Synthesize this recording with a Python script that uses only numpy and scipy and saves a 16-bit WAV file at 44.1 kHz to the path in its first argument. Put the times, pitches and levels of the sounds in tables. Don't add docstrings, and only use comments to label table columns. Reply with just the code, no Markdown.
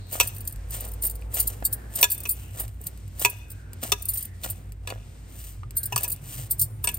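import sys
import numpy as np
from scipy import signal
from scipy.fft import rfft, irfft
from scipy.io import wavfile

SR = 44100
rng = np.random.default_rng(int(sys.argv[2]) if len(sys.argv) > 2 else 0)


def generate_wav(sig):
    pcm = np.round(np.clip(np.atleast_2d(sig).T, -1, 1) * 32767).astype(np.int16)
    wavfile.write(sys.argv[1], SR, pcm)


N = 307818

# start in seconds, peak of the main ring in dB, then hollow
# clack, upper ring and treble as offsets from it in dB, and delay of the rebound in seconds.
BOWL_KNOCKS = [(0.2002, -10, -6, -4.5, 1.5, .0078), (2.0285, -9, -7.5, -1.5, 4, .0117),
               (2.254, -24, -9.5, -9, -4, .004), (3.2488, -6, -11, -11, -6.5, .0077),
               (3.9191, -18, -2.5, 3, 5, .004), (4.4348, -38, -14, 4.5, 2, .006),
               (4.8735, -25, -6.5, -3.5, -3.5, .0285), (5.9242, -25, -3, -13, -3, .004),
               (5.9606, -25, -2.5, -6, 12, .017), (6.044, -31.5, -6, -9, 5.5, .005),
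               (6.8421, -29, 2, -10, 8, .004), (6.8729, -18.5, -7, -5, 3, 0.016)]
# frequency in Hz, level in dB, time to fall 60 dB in seconds.
BOWL_MODES = [(410, -12.5, .1), (596, -24.5, 0.061), (710, -18, 0.022), (975, -1, 0.064),
              (1220, -9.5, 0.019), (1675, -9, 0.13), (1982, -8.5, 0.0056), (2320, -13, 0.05),
              (2516, 1.5, 0.074), (2615, -3, 0.071), (2813, -0.5, 0.025), (3541, -1, 0.055),
              (3800, -14, 0.048), (4900, -23.5, 0.056), (5915, 4.5, 0.035), (6800, -15.5, 0.058),
              (7180, -7, 0.039), (7860, -3, 0.04), (8400, 1.5, 0.023), (9490, 3.5, 0.019),
              (12860, 0, 0.033), (13900, -7, .025), (14450, 6.5, 0.029), (15400, -9, .025)]
# frequency in Hz, level in dB.
FRICTION_SPECTRUM = [(300, -23), (1000, -17.5), (1600, -6.5), (2300, -14), (3000, -7.5), (4000, -13),
                     (5500, -12), (7000, -7.5), (9000, 0), (11200, -19), (12500, -4), (13200, -5),
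                     (14000, -0.5), (15800, -7.5)]


def amp(db):
    return 10 ** (np.asarray(db) / 20)


def unit_rms(x):
    return x / np.sqrt(np.mean(x ** 2) + 1e-20)


def log_interp(points, hz):
    point_hz, value = np.transpose(points)
    return np.interp(np.log(hz + 1), np.log(point_hz + 1), value)


def freqs(x):
    return np.fft.rfftfreq(x.shape[-1], 1 / SR)


def coloured(x, spectrum):
    return unit_rms(irfft(rfft(x) * amp(log_interp(spectrum, freqs(x))), x.shape[-1]))


def band(x, lo_hz, hi_hz, order=3):
    return signal.sosfilt(signal.butter(order, [lo_hz, hi_hz], "band", fs=SR, output="sos"), x)


def wander(rate_hz):
    noise = rng.standard_normal(N)
    return unit_rms(irfft(rfft(noise) * np.exp(-(freqs(noise) / rate_hz) ** 2), N))


def curves(rows):
    times, *columns = np.transpose(rows)
    return [np.interp(np.arange(N) / SR, times, column) for column in columns]


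def add(mix, start_s, sound):
    part = mix[max(round(start_s * SR), 0):][:len(sound)]
    part += sound[:len(part)]


def chatter(t, per_s, settle_s, size):
    hits = size * rng.standard_normal(len(t)) * (rng.random(len(t)) < per_s / SR) * np.exp(-t / settle_s)
    hits[0] = 1
    return hits


def ring(t, hz, db, t60):
    phase = 2 * np.pi * rng.random((len(hz), 1))
    decay = amp(db[:, None] - 60 * t / t60[:, None])
    return (decay * np.sin(2 * np.pi * hz[:, None] * t + phase)).sum(0)


def grains(per_s, spread_db):
    sizes = amp(spread_db * np.minimum(rng.exponential(1, N), 4))
    return sizes * rng.standard_normal(N) * (rng.random(N) < per_s / SR)


def open_air(level_db=-51, swell_hz=750, swell_octaves=1.46):
    # frequency in Hz, level in dB.
    spectrum = [(20, -21.5), (40, -11), (70, -2.5), (150, -0.5), (250, -7.5), (500, -16.5), (1000, -23.5),
                (2000, -23), (4000, -28.5), (6500, -30), (9000, -24.5), (11200, -47.5), (12500, -47),
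                (14000, -27), (16000, -50)]
    # time in seconds, gain of the middle range in dB.
    swells = [(0, 4.5), (1.6, 9.5), (3.1, -0.5), (5.6, 0.5), (6.2, 5), (6.98, 4)]
    # frequency in Hz, left-right coherence from 0 to 1.
    coherences = [(60, 0.7), (130, 0.95), (290, 0.79), (640, 0.42), (1400, 0.079), (3100, .5), (7000, 0.62),
                  (15000, .7)]
    left, independent = rng.standard_normal((2, N))
    hz = freqs(left)
    coherence = log_interp(coherences, hz)
    right = irfft(coherence * rfft(left) + np.sqrt(1 - coherence ** 2) * rfft(independent), N)
    air = amp(level_db) * coloured(np.array([left, right]), spectrum)
    middle = irfft(rfft(air) * np.exp(-(np.log2((hz + 1) / swell_hz) / swell_octaves) ** 2), N)
    drift = amp(1.5 * wander(5))
    swell = amp(curves(swells)[0] + 1.3 * wander(9.7))
    return drift * air + middle * (swell - 1)


def whistles(edge_ratio=1.092):
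    # midpoint in seconds, length in seconds, centre frequency in Hz, level in dB.
    swells = [(0.062, 0.36, 4080, -59), (0.547, 0.56, 1690, -63.5), (1.196, 1.4, 478, -56),
              (1.408, 1.6, 830, -63), (1.8, 0.5, 1674, -56.5), (2.446, 0.27, 2740, -58),
              (3.637, 0.48, 1520, -59), (4.26, 0.43, 1890, -60), (5.844, 0.26, 1620, -57)]
    t, out = np.arange(N) / SR, np.zeros((2, N))
    for middle_s, length_s, hz, db in swells:
        swell = np.cos(np.pi * np.clip((t - middle_s) / length_s, -.5, .5))
        noise = band(rng.standard_normal((2, N)), hz / edge_ratio, hz * edge_ratio, order=2)
        out += amp(db) * swell * unit_rms(noise)
    return out


def engine(drone_hz=94, drone_db=-42, upper_hz=122):
    # time in seconds, pitch in Hz, relative level in dB.
    hum_track = [(0, 47.5, -44), (.72, 51.9, -35), (1.7, 55.5, -38), (2.3, 57.5, -41.5), (3.6, 55.5, -40.5),
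                 (5.3, 53, -41.5), (5.9, 50, -42.5), (6.98, 56, -40.5)]
    # time in seconds, relative level in dB.
    upper_track = [(0, -51.5), (5.55, -51), (5.85, -38), (6.65, -38), (6.98, -51)]
    def tone(hz, db, blur_hz, flutter_db):
        cycles = np.cumsum(hz + blur_hz * wander(13.86)) / SR
        return amp(db) * unit_rms(amp(flutter_db * wander(12)) * np.sin(2 * np.pi * cycles))
    hum_hz, hum_db = curves(hum_track)
    hum = tone(hum_hz, hum_db - 1, blur_hz=2.5, flutter_db=3.5)
    drone = tone(drone_hz, drone_db, blur_hz=8, flutter_db=3.66)
    upper = tone(upper_hz, curves(upper_track)[0] - 3, blur_hz=13, flutter_db=3.5)
    return hum + drone + upper


def hushed(x, depth_db=-8, above_hz=3000):
    # midpoint in seconds, length in seconds.
    lulls = [(1.298, 0.078), (2.733, 0.48), (3.475, .08), (3.702, 0.18), (4.318, 0.055), (4.714, 0.41),
             (5.69, .16), (6.752, 0.22)]
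    t = np.arange(N) / SR
    dip = sum(np.cos(np.pi * np.clip((t - middle_s) / length_s, -.5, .5)) for middle_s, length_s in lulls)
    treble = irfft(rfft(x) * (1 - np.exp(-(freqs(x) / above_hz) ** 2)), N)
    return x + treble * (amp(depth_db * dip) - 1)


def yard(x):
    t = np.arange(SR // 2) / SR
    def echoes(db, t60):
        taps = rng.standard_normal((2, len(t))) * (rng.random((2, len(t))) < .1)
        taps *= amp(-60 * t / t60) * (t > .001)
        return amp(db) * taps / np.linalg.norm(taps, axis=1, keepdims=True)
    early = echoes(db=-7, t60=0.047)
    late = band(echoes(db=-22, t60=0.73), 200, 9100, order=1)
    return x + signal.fftconvolve(x[None], early + late, axes=1)[:, :N]


def faint_ticks(level_db=-41, decay_s=0.0018):
    t = np.arange(SR // 50) / SR
    tick = coloured(rng.standard_normal(len(t)), FRICTION_SPECTRUM) * np.exp(-t / decay_s)
    impulses = grains(per_s=8, spread_db=3.5)
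    return amp(level_db) * signal.fftconvolve(impulses, tick / abs(tick).max())[:N]


def pops_and_slaps(smack=0.26):
    # start in seconds, level in dB, frequency in Hz, time to fall 60 dB in seconds.
    events = [(1.222, -36, 2520, 0.0092), (1.625, -21, 656, 0.01), (1.626, -28, 1620, 0.011),
              (2.808, -42, 436, .05), (3.831, -36.5, 223, 0.085), (5.633, -33, 1223, 0.025),
              (5.923, -23, 830, 0.037), (5.964, -16, 1155, 0.018)]
    out, t = np.zeros(N), np.arange(SR // 10) / SR
    for start_s, db, hz, t60 in events:
        wet = unit_rms(band(rng.standard_normal(len(t)), hz / 2, hz * 2, order=2))
        add(out, start_s, amp(db - 60 * t / t60) * (np.sin(2 * np.pi * hz * t) + smack * wet))
    return out


def kneading(release_s=0.075, relax_s=.3, relax_db=-16, drag_skew=1.09, drag_wet_db=-20.5):
    # time of most force in seconds, time to rise 20 dB in seconds,
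    # relative level in dB, offset of the squelch in dB.
    pushes = [(.141, 0.038, -28, -12.5), (.23, 0.023, -31, -16), (.743, 0.041, -29.5, -13),
              (.846, 0.1, -41, -4), (1.045, 0.021, -35, -11.5), (1.373, 0.054, -26.5, -16),
              (1.5, 0.039, -37, -17), (1.988, 0.055, -26, -14.5), (2.606, 0.081, -30.5, -14),
              (2.864, 0.087, -41.5, -18), (3.23, 0.054, -29.5, -11), (3.834, 0.017, -26, -12),
              (4.444, 0.024, -29.5, -11), (4.895, 0.046, -47, 7), (6.03, .14, -34.5, -12.5)]
    # start in seconds, length in seconds, relative level in dB.
    drags = [(2.243, 0.27, -47.5), (4.056, 0.24, -43), (5.268, 0.31, -43.5), (6.21, 0.28, -36.5)]
    # frequency in Hz, level in dB.
    squelch_spectrum = [(120, -16), (220, -7.5), (420, -2), (650, 3), (1000, -11), (1600, -5.5),
                        (2500, -25), (5000, -38)]
    t, wet_power, scrape_power = np.arange(N) / SR, np.zeros(N), np.zeros(N)
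    for peak_s, rise_s, db, wet_db in pushes:
        before, after = np.maximum(peak_s - t, 0), np.maximum(t - peak_s, 0)
        fall = amp(-20 * after / release_s) ** 2 + amp(relax_db - 20 * after / relax_s) ** 2
        power = amp(db - 20 * before / rise_s) ** 2 * fall
        scrape_power += power
        wet_power += power * amp(wet_db) ** 2
    for start_s, length_s, db in drags:
        progress = np.clip((t - start_s) / length_s, 0, 1)
        power = amp(db) ** 2 * np.sin(np.pi * progress ** drag_skew) ** 2
        scrape_power += power
        wet_power += power * amp(drag_wet_db) ** 2
    judder = amp(2 * wander(70))
    squelch = amp(2) * coloured(grains(per_s=700, spread_db=4.6), squelch_spectrum)
    snaps = amp(-6) * unit_rms(band(grains(per_s=420, spread_db=2), 660, 4900, order=2))
    scrape = amp(-2) * coloured(grains(per_s=3000, spread_db=1.2), FRICTION_SPECTRUM)
    return judder * (np.sqrt(wet_power) * (squelch + snaps) + np.sqrt(scrape_power) * scrape)


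def bowl_settling(delay_s=.04, level_db=-44, medium_knock_db=-19):
    out, t = np.zeros(N), np.arange(SR // 3) / SR
    for start_s, knock_db, *_ in BOWL_KNOCKS:
        taps = chatter(t, per_s=170, settle_s=0.084, size=1)
        clay = ring(t, *np.transpose(BOWL_MODES))
        ringing = band(signal.fftconvolve(taps, clay), 2400, 3500, order=1)
        peak_db = level_db + 0.24 * (knock_db - medium_knock_db)
        add(out, start_s + delay_s, amp(peak_db) * ringing / abs(ringing).max())
    return out


def bowl_knocks(detune=0.0055, uneven_db=4, crack_s=0.004, settle_s=.0036, rebound_db=-5):
    out, t = np.zeros(N), np.arange(SR // 3) / SR
    hz, db, t60 = np.transpose(BOWL_MODES)
    bands_hz = [(300, 720), (720, 1500), (1500, 3100), (3100, 4400), (4400, 19000)]
    for start_s, peak_db, clack_db, upper_db, treble_db, rebound_s in BOWL_KNOCKS:
        for after_s, gain_db in [(0, 0), (rebound_s, rebound_db)]:
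            struck_hz = hz * (1 + detune * rng.standard_normal(len(hz)))
            clay = ring(t, struck_hz, db + uneven_db * rng.standard_normal(len(hz)), t60)
            crack = amp(5) * band(rng.standard_normal(len(t)), 1000, 20000, order=2) * np.exp(-t / crack_s)
            ringing = signal.fftconvolve(chatter(t, 1400, settle_s, size=0.37), clay)
            grit = signal.fftconvolve(chatter(t, 1400, settle_s, size=0.5), crack)
            impact = (ringing + grit)[:len(t)]
            belly, body, main, upper, treble = (unit_rms(band(impact, *edges)) for edges in bands_hz)
            clack = amp(-4.5) * belly + amp(1.5) * body
            knock = main + amp(clack_db) * clack + amp(upper_db + 1) * upper + amp(treble_db + 1) * treble
            add(out, start_s + after_s, amp(peak_db + gain_db) * knock / abs(main).max())
    return out


def jiggles(per_s=40, spread_db=3, ring_s=.045):
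    # start in seconds, length in seconds, relative level in dB.
    arm_moves = [(0.331, .2, -30.5), (0.703, .26, -31.5), (1.055, .1, -28.5), (1.353, .09, -21),
                 (2.114, .17, -26), (2.804, .07, -34), (3.489, .06, -31), (4.089, .18, -23.5),
                 (5.988, .05, -22), (6.089, .05, -21), (6.86, .13, -29.5)]
    rows = []
    for start_s, length_s, db in arm_moves:
        delays_s = (np.arange(16) + rng.random(16)) / per_s
        levels_db = db + spread_db * rng.standard_normal(16)
        rows += [(start_s + s, level, ring_s) for s, level in zip(delays_s, levels_db) if s < length_s]
    return rows


def bangles(count=6, stack_spread=.014, uneven_db=4.5, settle_s=.007, click_s=0.0005, graze_s=0.0061):
    # time in seconds, relative level in dB, nominal ring time in seconds.
    clashes = [(0.126, -18.5, 0.095), (0.1976, -12.5, 0.034), (0.273, -17, 0.055), (0.4744, -18, 0.0083),
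               (0.8062, -21.5, 0.011), (1.0219, -16, 0.073), (1.0354, -15, 0.058), (1.05, -13, 0.042),
               (1.0668, -12.5, 0.022), (1.341, -17, 0.093), (1.398, -7.5, 0.028), (1.4721, -12, 0.033),
               (1.6505, -9, .04), (1.727, -13, .06), (1.9557, -14.5, .04), (2.01, -12, .08),
               (2.101, -15, .06), (2.1153, -12.5, 0.094), (2.2912, -10, .07), (2.307, -15.5, 0.1),
               (2.597, -17.5, 0.13), (2.8684, -15.5, 0.019), (3.1952, -19.5, 0.075), (3.216, -23, 0.28),
               (3.298, -21, 0.057), (4.0228, -23, 0.023), (4.054, -16.5, 0.024), (4.0859, -12, 0.11),
               (4.1355, -20, 0.13), (4.1779, -19, 0.095), (4.5, -18.5, 0.086), (5.7674, -11, 0.12),
               (5.8316, -17.5, 0.056), (5.856, -15.5, .06), (6.0795, -17.5, 0.034), (6.1221, -17.5, 0.064),
               (6.5091, -11, 0.081), (6.5948, -9.5, 0.029), (6.6138, -8.5, 0.087), (6.841, -11.5, 0.05),
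               (6.942, -19.5, .04)]
    # frequency in Hz, level in dB, spread from bangle to bangle in Hz.
    glass_modes = [(4030, -20, 380), (4586, -14.5, 230), (4950, -18, 250), (6170, -22, 350),
                   (7374, -9.5, 180), (7900, -7, 250), (8560, -2.5, 130), (9037, 3, 41), (9730, 1, 130),
                   (12550, -3.5, 78), (13900, -19, 38), (14040, -5, 120), (14000, -5, 67),
                   (14160, -0.5, 240), (14300, 1.5, 160), (15980, -8.5, 100), (15800, -4.5, 79)]
    out, t = np.zeros(N), np.arange(SR // 9) / SR
    hz, db, spread_hz = np.transpose(glass_modes)
    lead = SR // 60
    for time_s, level_db, ring_s in clashes + jiggles():
        hardness_db = level_db + 10.5
        rattle_s = settle_s * amp(.45 * hardness_db)
        t60 = np.full(len(hz), 0.77 * max(ring_s, .01))
        stack_hz = hz * (1 + stack_spread * rng.standard_normal(len(hz)))
        rattle = np.zeros(len(t))
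        for k in range(count):
            detune, strike_spot = rng.standard_normal((2, len(hz)))
            glass = ring(t, stack_hz + spread_hz * detune, db + uneven_db * strike_spot, t60)
            click = amp(-1) * rng.standard_normal(len(t)) * np.exp(-t / click_s)
            graze = amp(-17) * chatter(t[:lead], 2500, graze_s, size=0.59)[::-1]
            contacts = np.concatenate([graze, chatter(t, 700, rattle_s, size=0.64)])
            delay_s = k * rattle_s * 0.2 * rng.random()
            add(rattle, delay_s, signal.fftconvolve(contacts, glass + click)[:len(t)])
        top = unit_rms(band(rattle, 11500, 19000))
        lower = unit_rms(band(rattle, 3600, 10800))
        clink = top + amp(-5 - 0.079 * hardness_db) * lower
        add(out, time_s - lead / SR, amp(level_db - 1) * clink / abs(top).max())
    return out


def scene():
    work = bangles() + faint_ticks() + bowl_knocks() + bowl_settling()
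    work += hushed(kneading()) + pops_and_slaps()
    return yard(work) + engine() + hushed(open_air()) + whistles()


def record(dry, cutoff_hz=15950):
    # frequency in Hz, phase lead of the left in radians, left over right in dB.
    ports = [(20, 0, -0.5), (400, 0.74, -0.5), (995, 0.9, 3.5), (1430, 2.5, -2.5), (1960, 5, -1.5),
             (2550, 6.5, 0.5), (3340, 8, 0.5), (4000, 7, 1), (4600, 7, 3), (5970, 8, 5.5), (7750, 7.5, 6.5),
             (8160, 7.5, 2), (9200, 5.5, 0), (11140, 3.5, 1), (11900, 2.5, -1), (12850, 1, 1),
             (15000, -1.6, 0)]
    port_hz, lead, left_db = np.transpose(ports)
    hz = freqs(dry)
    left_gain = amp(np.interp(hz, port_hz, left_db) / 2) * np.exp(.5j * np.interp(hz, port_hz, lead))
    pair = irfft(rfft(dry) * np.array([left_gain, 1 / left_gain]), N)
    lowpass = signal.firwin(301, cutoff_hz, window=("kaiser", 7), fs=SR)
    return signal.oaconvolve(np.clip(pair, -1, 1), lowpass[None], "same")


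dry = scene()
out = record(dry)
generate_wav(out)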